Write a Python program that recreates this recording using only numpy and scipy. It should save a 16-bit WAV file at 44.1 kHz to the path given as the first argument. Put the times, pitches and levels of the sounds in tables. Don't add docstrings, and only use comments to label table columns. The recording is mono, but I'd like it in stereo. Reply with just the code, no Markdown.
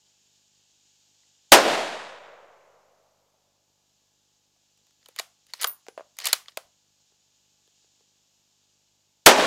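import sys
import numpy as np
from scipy import signal
from scipy.fft import rfft, irfft, next_fast_len
from scipy.io import wavfile
from scipy.ndimage import uniform_filter1d, map_coordinates

SR = 44100
rng = np.random.default_rng(int(sys.argv[2]) if len(sys.argv) > 2 else 0)


def store_wav(level_fs):
    pcm = np.round(np.clip(np.atleast_2d(level_fs), -1, 1) * 32767)
    wavfile.write(sys.argv[1], SR, pcm.T.astype(np.int16))


def decibels_to_gain(level_db):
    exponent = np.asarray(level_db, float) / 20
    return 10 ** exponent


N = 417186

# (time [s], charge level [dB])
SHOTS = [
    (1.5199, -4.5),
    (9.2618, -4.5),
]
# (frequency [Hz], t60 [s])
SHELTER = [(100, 0.83), (300, 0.2), (600, .3), (1200, .3), (3000, 0.19), (6000, 0.22), (10000, 0.15),
           (15000, 0.1)]
# (frequency [Hz], width [Hz], level [dB])
STEEL_MODES = [(1886, 330, -3), (2401, 160, -6), (2996, 110, 0), (4816, 320, 1.5), (4972, 250, 0.5),
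               (6888, 470, -3)]


def unit(x):
    return x / np.sqrt(np.mean(x ** 2) + 1e-20)


def along(points, hz):
    f, v = np.transpose(points)
    return np.interp(np.log(hz + 1), np.log(f + 1), v)


def filtered(x, response):
    m = next_fast_len(x.shape[-1] + 8192)
    return irfft(rfft(x, m) * response(np.fft.rfftfreq(m, 1 / SR)), m)[..., :x.shape[-1]]


def band(lo_hz, hi_hz, order=2):
    return lambda f: (1j * f / lo_hz / (1 + 1j * f / lo_hz) / (1 + 1j * f / hi_hz)) ** order


def modes(peaks):
    def response(f):
        total = 0
        for k, (hz, width, db) in enumerate(peaks):
            total = total + (-1) ** k * decibels_to_gain(db) * 1j * f * width / (hz * hz - f * f + 1j * f * width)
        return total
    return response


def noise(spectrum, size=N):
    return unit(filtered(rng.standard_normal(size), lambda hz: decibels_to_gain(along(spectrum, hz))))


def wobble(rate, size=N):
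    return map_coordinates(rng.standard_normal(size // 64), [np.arange(size) * rate / SR])


def fading(spectrum, t60s, size):
    hz, t, z = signal.stft(noise(spectrum, size), SR, nperseg=256)
    decay = decibels_to_gain(-60 * t / along(t60s, hz)[:, None])
    return signal.istft(z * decay, SR, nperseg=256)[1][:size]


def add(track, s, sound):
    part = track[round(s * SR):][:len(sound)]
    part += sound[:len(part)]


def camera():
    # (frequency [Hz], level [dB per Hz])
    hiss = [(18, -37.5), (30, -8.5), (157, -7.5), (311, -6.5), (345, -9), (844, -6.5), (1010, -9.5),
            (1910, -17), (2610, -10.5), (6900, -6), (8980, -20), (13700, -22), (16000, -28.5)]
    # (frequency [Hz], rms level [dB])
    whines = [(845, -93), (1690, -98.5), (10729, -98), (13378, -91), (15149, -104)]
    step_hz = 50.25
    t = np.arange(N) / SR
    steps = np.diff(np.floor(step_hz * (t + 0.0011)), prepend=0) * decibels_to_gain(1.8 * wobble(30))
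    ticks = unit(filtered(steps, modes([(122, 98, 8.0), (500, 160, -15.0)])))
    whine = sum(decibels_to_gain(db + 4.5 + 1.5 * wobble(5.6)) * np.sin(2 * np.pi * hz * t) for hz, db in whines)
    return decibels_to_gain(-74.0) * noise(hiss) + decibels_to_gain(-80.5) * ticks + whine


def jolts():
    # (time [s], level [dB], frequency [Hz], t60 [s])
    pushes = [
        (5.644, -62, 90.6, .06),
        (6.328, -43.5, 111, 0.032),
        (6.65, -70, 60, .15),
    ]
    out, t = np.zeros(N), np.arange(SR // 4) / SR
    for s, db, hz, t60 in pushes:
        add(out, s, decibels_to_gain(db - 60 * t / t60) * np.sin(2 * np.pi * hz * t))
    return out


def insects():
    # (time [s], level [dB])
    chorus = [(0, -66), (1.5, -65), (3, -79), (4, -72.5), (5.9, -68.5), (7, -70), (8, -67), (8.15, -69.5),
              (9.46, -72.5)]
    # (frequency [Hz], level [dB per Hz])
    colour = [(880, -52), (1500, -16), (2110, -17.5), (2300, -14), (2900, -5), (3340, -5), (6210, -4.5),
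              (6890, 0.5), (8070, -11), (9090, -22.5), (10000, -27.5), (13000, -55), (22000, -120)]
    swell_db = np.interp(np.arange(N) / SR, *np.transpose(chorus))
    return decibels_to_gain(swell_db + .6 * wobble(7.1) + 0.6 * wobble(45)) * noise(colour)


def bench():
    # (time [s], peak level [dB], click level [dB], pitch [Hz])
    impacts = [(1.235, -70, 7, 2000), (4.563, -66, 5, 700), (5.088, -45.5, -20, 510),
               (5.199, -30.5, -16, 697), (5.8667, -47, 9.5, 680), (5.8844, -30, 0.5, 450),
               (5.9775, -27.5, -14, 628), (5.9957, -34.5, -26, 594), (6.008, -34.5, -23, 630),
               (6.574, -26, -15, 638), (7.122, -60, -23, 400), (7.677, -58.5, 9, 431),
               (7.845, -59, -13, 386), (8.008, -58, -9, 450)]
    out, t = np.zeros(N), np.arange(SR // 8) / SR
    decay = decibels_to_gain(-60 * t / 0.02)
    for (s, db, click_db, hz), grit in zip(impacts, rng.standard_normal((len(impacts), 2, len(t)))):
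        wood = np.sin(2 * np.pi * hz * t) + 0.38 * np.sin(2 * np.pi * 1.6 * hz * t) * decay
        rattle = decibels_to_gain(-2.0) * filtered(grit[0] * decibels_to_gain(-60 * t / 0.06), band(400, 1650))
        click = filtered(grit[1] * decibels_to_gain(3 - 60 * t / 0.0026), band(150, 5200))
        add(out, s, decibels_to_gain(db + 7.0) * (wood * decay + decibels_to_gain(-6.5) * rattle + decibels_to_gain(click_db) * click))
    return filtered(out, band(326, 30000, order=3))


def case():
    # (frequency [Hz], partner frequency [Hz], t60 [s])
    pairs = [(9760, 9819, .24), (12800, 12845, .18), (14480, 14380, .15)]
    # (time [s], level of each of three modes [dB], share of the partner [0-1])
    blows = [
        (5.614, -34, -44.5, -60.5, 0.44),
        (5.632, -55, -45.5, -41, 0.47),
        (5.658, -50, -53.5, -44, 0.57),
        (5.674, -41, -49, -23, .35),
        (5.887, -59, -68, -67, 0.11),
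        (5.978, -75, -74, -80, 0.23),
    ]
    out, t = np.zeros(N), np.arange(SR // 2) / SR
    for (s, *levels, share), phases in zip(blows, rng.uniform(0, 2 * np.pi, (len(blows), 3))):
        for (hz, partner_hz, t60), db, phase in zip(pairs, levels, phases):
            pair = np.sin(2 * np.pi * hz * t) + share * np.sin(2 * np.pi * partner_hz * t + phase)
            add(out, s, decibels_to_gain(db - 60 * t / t60) * pair)
    return out * decibels_to_gain(2.2 * wobble(35))


def slide():
    # (start time [s], length [s], level [dB])
    strokes = [(5.02, .13, -70.5), (5.17, .04, -58), (5.494, .014, -58.5), (5.55, 0.0074, -51),
               (5.574, 0.011, -54.5), (5.606, .012, -50.5), (5.62, 0.047, -42.5), (6.195, .03, -43.5),
               (6.24, .015, -40), (6.255, .04, -34.5), (6.32, .04, -52.5), (6.484, .008, -53)]
    # (frequency [Hz], level [dB per Hz])
    rails = [(200, -41), (500, -5.5), (1200, -9), (1700, -5), (2200, -1), (3300, -5.5), (4600, 2),
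             (5500, -4.5), (6500, -8), (9000, -35), (14000, -46)]
    grip_db_per_s, let_go_db_per_s, edge_db = 1499.5, 456.5, -12
    t = np.arange(N) / SR
    scrape = decibels_to_gain(3.8 * wobble(500) + 2.7 * wobble(71)) * noise(rails)
    rub = unit(filtered(scrape, lambda f: 1.1 + modes(STEEL_MODES)(f)))
    edge = unit(decibels_to_gain(4.4 * wobble(500)) * noise([(4000, -27), (8000, 4.5), (16000, -7)]))
    level = np.zeros(N)
    for s, length, db in strokes:
        onset_db = grip_db_per_s * np.maximum(s - t, 0)
        release_db = let_go_db_per_s * np.maximum(t - s - length, 0)
        level += decibels_to_gain(db - onset_db - release_db)
    return level * (rub + decibels_to_gain(edge_db) * edge)


def bolt():
    # (time [s], peak level [dB], strongest resonance [Hz], bright click level [dB])
    opening = [(4.775, -59, 5070, 0), (4.868, -56.5, 5990, -5.5), (4.908, -57, 5160, -9),
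               (5.0593, -39, 3020, -9.5), (5.0855, -45, 3940, 3.5), (5.162, -33.5, 2450, -2.5),
               (5.1808, -37, 1910, -24), (5.1875, -17, 4000, -13), (5.192, -33, 4200, -13.5),
               (5.1956, -15.5, 3820, -7.5), (5.467, -51, 2460, -1.5), (5.5356, -19.5, 4160, -13),
               (5.6131, -24.5, 4620, 1.5), (5.617, -25, 2910, 1), (5.6231, -21, 4600, -2),
               (5.6311, -17.5, 3380, -3), (5.6425, -10, 3140, -4.5), (5.6712, -31.5, 3220, 8)]
    # (time [s], peak level [dB], strongest resonance [Hz], bright click level [dB])
    closing = [(6.168, -46, 4950, 0), (6.1872, -23.5, 4550, -3), (6.201, -26.5, 4500, -12),
               (6.2116, -34.5, 1970, -6), (6.2433, -24.5, 4640, -6.5), (6.2553, -17, 3730, 2),
               (6.261, -20, 4420, -2), (6.2675, -13.5, 3420, -4), (6.271, -18, 4820, 5),
               (6.2853, -22.5, 4000, -3.5), (6.291, -34, 3860, 2), (6.3136, -33.5, 2760, -11.5),
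               (6.3294, -3, 4508, -3), (6.339, -23, 3300, -14), (6.459, -44, 1850, -20),
               (6.4832, -29.5, 3100, -38), (6.572, -19.5, 2405, -4)]
    # (frequency [Hz], width [Hz], level [dB])
    stock = [(450, 270, -4), (623, 242.8, -1), (1190, 502, 0.5)]
    t60 = 0.013
    rebound_s, rebound_db, rebound_per_db = .0028, -3, 0.52
    stock_db, stock_per_db = -12, -0.02
    stop_s, stop_db = 5.6425, 8
    out, t = np.zeros(N), np.arange(SR // 4) / SR
    contacts = opening + closing
    direct = decibels_to_gain(-60 * (t / t60 / np.array([[.75], [.75], [1.3], [.65]])) ** 1.3) * (1 - np.exp(-t / .0001))
    roof = decibels_to_gain([[-26], [-22], [-29]] - 60 * t / np.array([[.24], [.28], [.15]])) * (1 - np.exp(-t / .004))
    for (s, db, hz, bright_db), draw in zip(contacts, rng.standard_normal((len(contacts), 5, len(t)))):
        knock_db = stock_db + stock_per_db * db + stop_db * (abs(s - stop_s) < .005)
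        grit = decibels_to_gain(4 * unit(uniform_filter1d(draw[4], size=12)))
        blow = grit * direct
        blow = blow + decibels_to_gain(rebound_db + rebound_per_db * db) * np.roll(blow, round(rebound_s * SR), axis=1)
        burst = np.vstack([draw[0] * blow[0], draw[1:4] * (roof + [[0], [1], [1]] * blow[1:])])
        ring = modes([(hz, 600, 9), (3800, 4000, -2)])

        def bodies(f):
            steel = (ring(f) + decibels_to_gain(4.0) * modes(STEEL_MODES)(f)) * band(1300, 8000)(f)
            wood = modes(stock)(f) * band(400, 2500, order=3)(f)
            return np.array([steel, decibels_to_gain(1.0) * band(1500, 7000)(f), wood, band(7500, 12000, order=4)(f)])

        parts = filtered(burst, bodies)
        parts = np.array([parts[0] + parts[1], parts[2], parts[3]])
        parts /= np.sqrt(np.mean(parts[:, :200] ** 2, axis=1, keepdims=True))
        mixed = parts[0] + decibels_to_gain(knock_db + 0.3) * parts[1] + decibels_to_gain(bright_db + 0.94) * parts[2]
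        add(out, s, decibels_to_gain(db - 10.0) * mixed)
    return out


def slopes(t):
    # (frequency [Hz], level [dB per Hz])
    valley = [(59, -45), (120, -18), (250, -22), (400, -7), (550, -1), (850, -7.5), (1300, -8.5),
              (2000, -12.5), (3400, -30), (5200, -60), (8800, -120)]
    # (frequency [Hz], t60 [s])
    far = [(150, 1.7), (400, 2.2), (600, 2.6), (1000, 2.4), (1800, 1.9), (3000, 2.4)]
    size = len(t)
    return decibels_to_gain(-21.5 + .5 * wobble(25, size)) * fading(valley, far, size) * (1 - np.exp(-t / 0.16))


def woods(t):
    # (frequency [Hz], level [dB per Hz])
    trees = [(50, -60), (85, -44), (115, -19), (200, -13), (330, -3), (640, -1), (1140, -12), (2000, -15),
             (3500, -15.5), (6700, -21.5), (10000, -28), (13000, -30.5), (16000, -34.5)]
    # (frequency [Hz], t60 [s])
    decay = [(100, 1.2), (250, 0.57), (600, 0.86), (1500, 1.1), (3000, 1), (5000, .95), (7500, 1),
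             (10000, 0.85), (13000, 0.62), (16000, .5)]
    first_s, spread_s, clearing_db = .09, .018, -13
    front_db, front_s, farther_db_per_s = 2.5, 0.056, 3
    leaves_s, leaves_db_per_s2 = .2, -30
    size = len(t)
    rows_db = clearing_db / (1 + np.exp(np.minimum(t - first_s, 1) / spread_s))
    rows_db = rows_db + 2.0 + farther_db_per_s * t
    rows_db += front_db * np.exp(-((t - first_s - front_s) / front_s) ** 2)
    rows_db += .7 * wobble(33, size) + 0.99 * wobble(300, size)
    leaves_db = .6 * rows_db - 4.0 + leaves_db_per_s2 * (t - leaves_s) ** 2
    echo = fading(trees, decay, size)
    trunks = filtered(echo, lambda f: 1 / (1 + (f / 4500) ** 4))
    return decibels_to_gain(0.5) * (decibels_to_gain(rows_db) * trunks + decibels_to_gain(leaves_db) * (echo - trunks))


def muzzle(t):
    # (frequency [Hz], level [dB per Hz])
    under_roof = [(60, -39.5), (150, -21), (300, -1.5), (600, 2.5), (1200, -4), (3000, -6.5), (7000, -13.5),
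                  (12000, -17.5), (16000, -19)]
    size = len(t)
    blast = decibels_to_gain(6.0) * (1 - t / 0.00016) * np.exp(-t / 0.0012)
    jet = noise([(1500, -18), (3000, -2), (6500, 0), (10000, -7), (16000, -16)], size)
    crack = decibels_to_gain(19 - 60 * t / .022) * jet
    roof = decibels_to_gain(14.5 + 1.5 * wobble(150, size)) * fading(under_roof, SHELTER, size)
    return blast + crack + roof


def shots():
    out, t = np.zeros(N), np.arange(3 * SR) / SR
    for s, db in SHOTS:
        lead_in = decibels_to_gain(-8) * rng.standard_normal(300) * np.exp(np.arange(-300, 0) / SR / .0009)
        add(out, s - 300 / SR, decibels_to_gain(db) * lead_in)
        add(out, s, decibels_to_gain(db) * (muzzle(t) + woods(t) + slopes(t)))
    return out


def scene():
    brass = bench() + case()
    tail = fading([(200, -14.5), (600, -8.5), (1500, -5), (6000, -4.5), (15000, -21.0)], SHELTER, SR // 2)
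    roof = signal.fftconvolve(brass, np.pad(tail / np.linalg.norm(tail), (250, 0)))[:N]
    air = insects() + slide() + bolt() + brass + decibels_to_gain(-19.5) * roof + shots()
    return np.array([air, air])


def roll_off(x):
    return signal.sosfilt(signal.butter(12, 16220, fs=SR, output="sos"), x)


def record(dry):
    # (centre time [s], half length [s], level [dB])
    dropout = (1.652, .03, -6.5)
    t = np.arange(N) / SR
    saturated = dry / (1 + np.abs(dry / 1.05) ** 6) ** (1 / 6)
    since = [np.maximum(t - s, 0) for s, _ in SHOTS]
    duck_db = sum(-10 * (np.exp(-u / 0.94) - 0.98 * np.exp(-u / 0.029)) for u in since)
    sag = sum(decibels_to_gain(-36) * (np.exp(-u / .35) / 4 - np.exp(-u / .04)) * (u > 0) for u in since)
    passband = lambda f: band(110, 60000, order=3)(f) / (1 + (f / 15800) ** 40)
    coupled = filtered(saturated * decibels_to_gain(duck_db), passband) + sag + camera() + jolts()
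    apart = decibels_to_gain(-35) * filtered(coupled[0], lambda f: 1j * np.sign(f))
    centre_s, half_s, dip_db = dropout
    stumble = decibels_to_gain(np.outer([0, dip_db], np.exp(-((t - centre_s) / half_s) ** 6)))
    return roll_off(np.clip(stumble * (coupled + [apart, -apart]), -1, 1))


dry = scene()
out = record(dry)
store_wav(out)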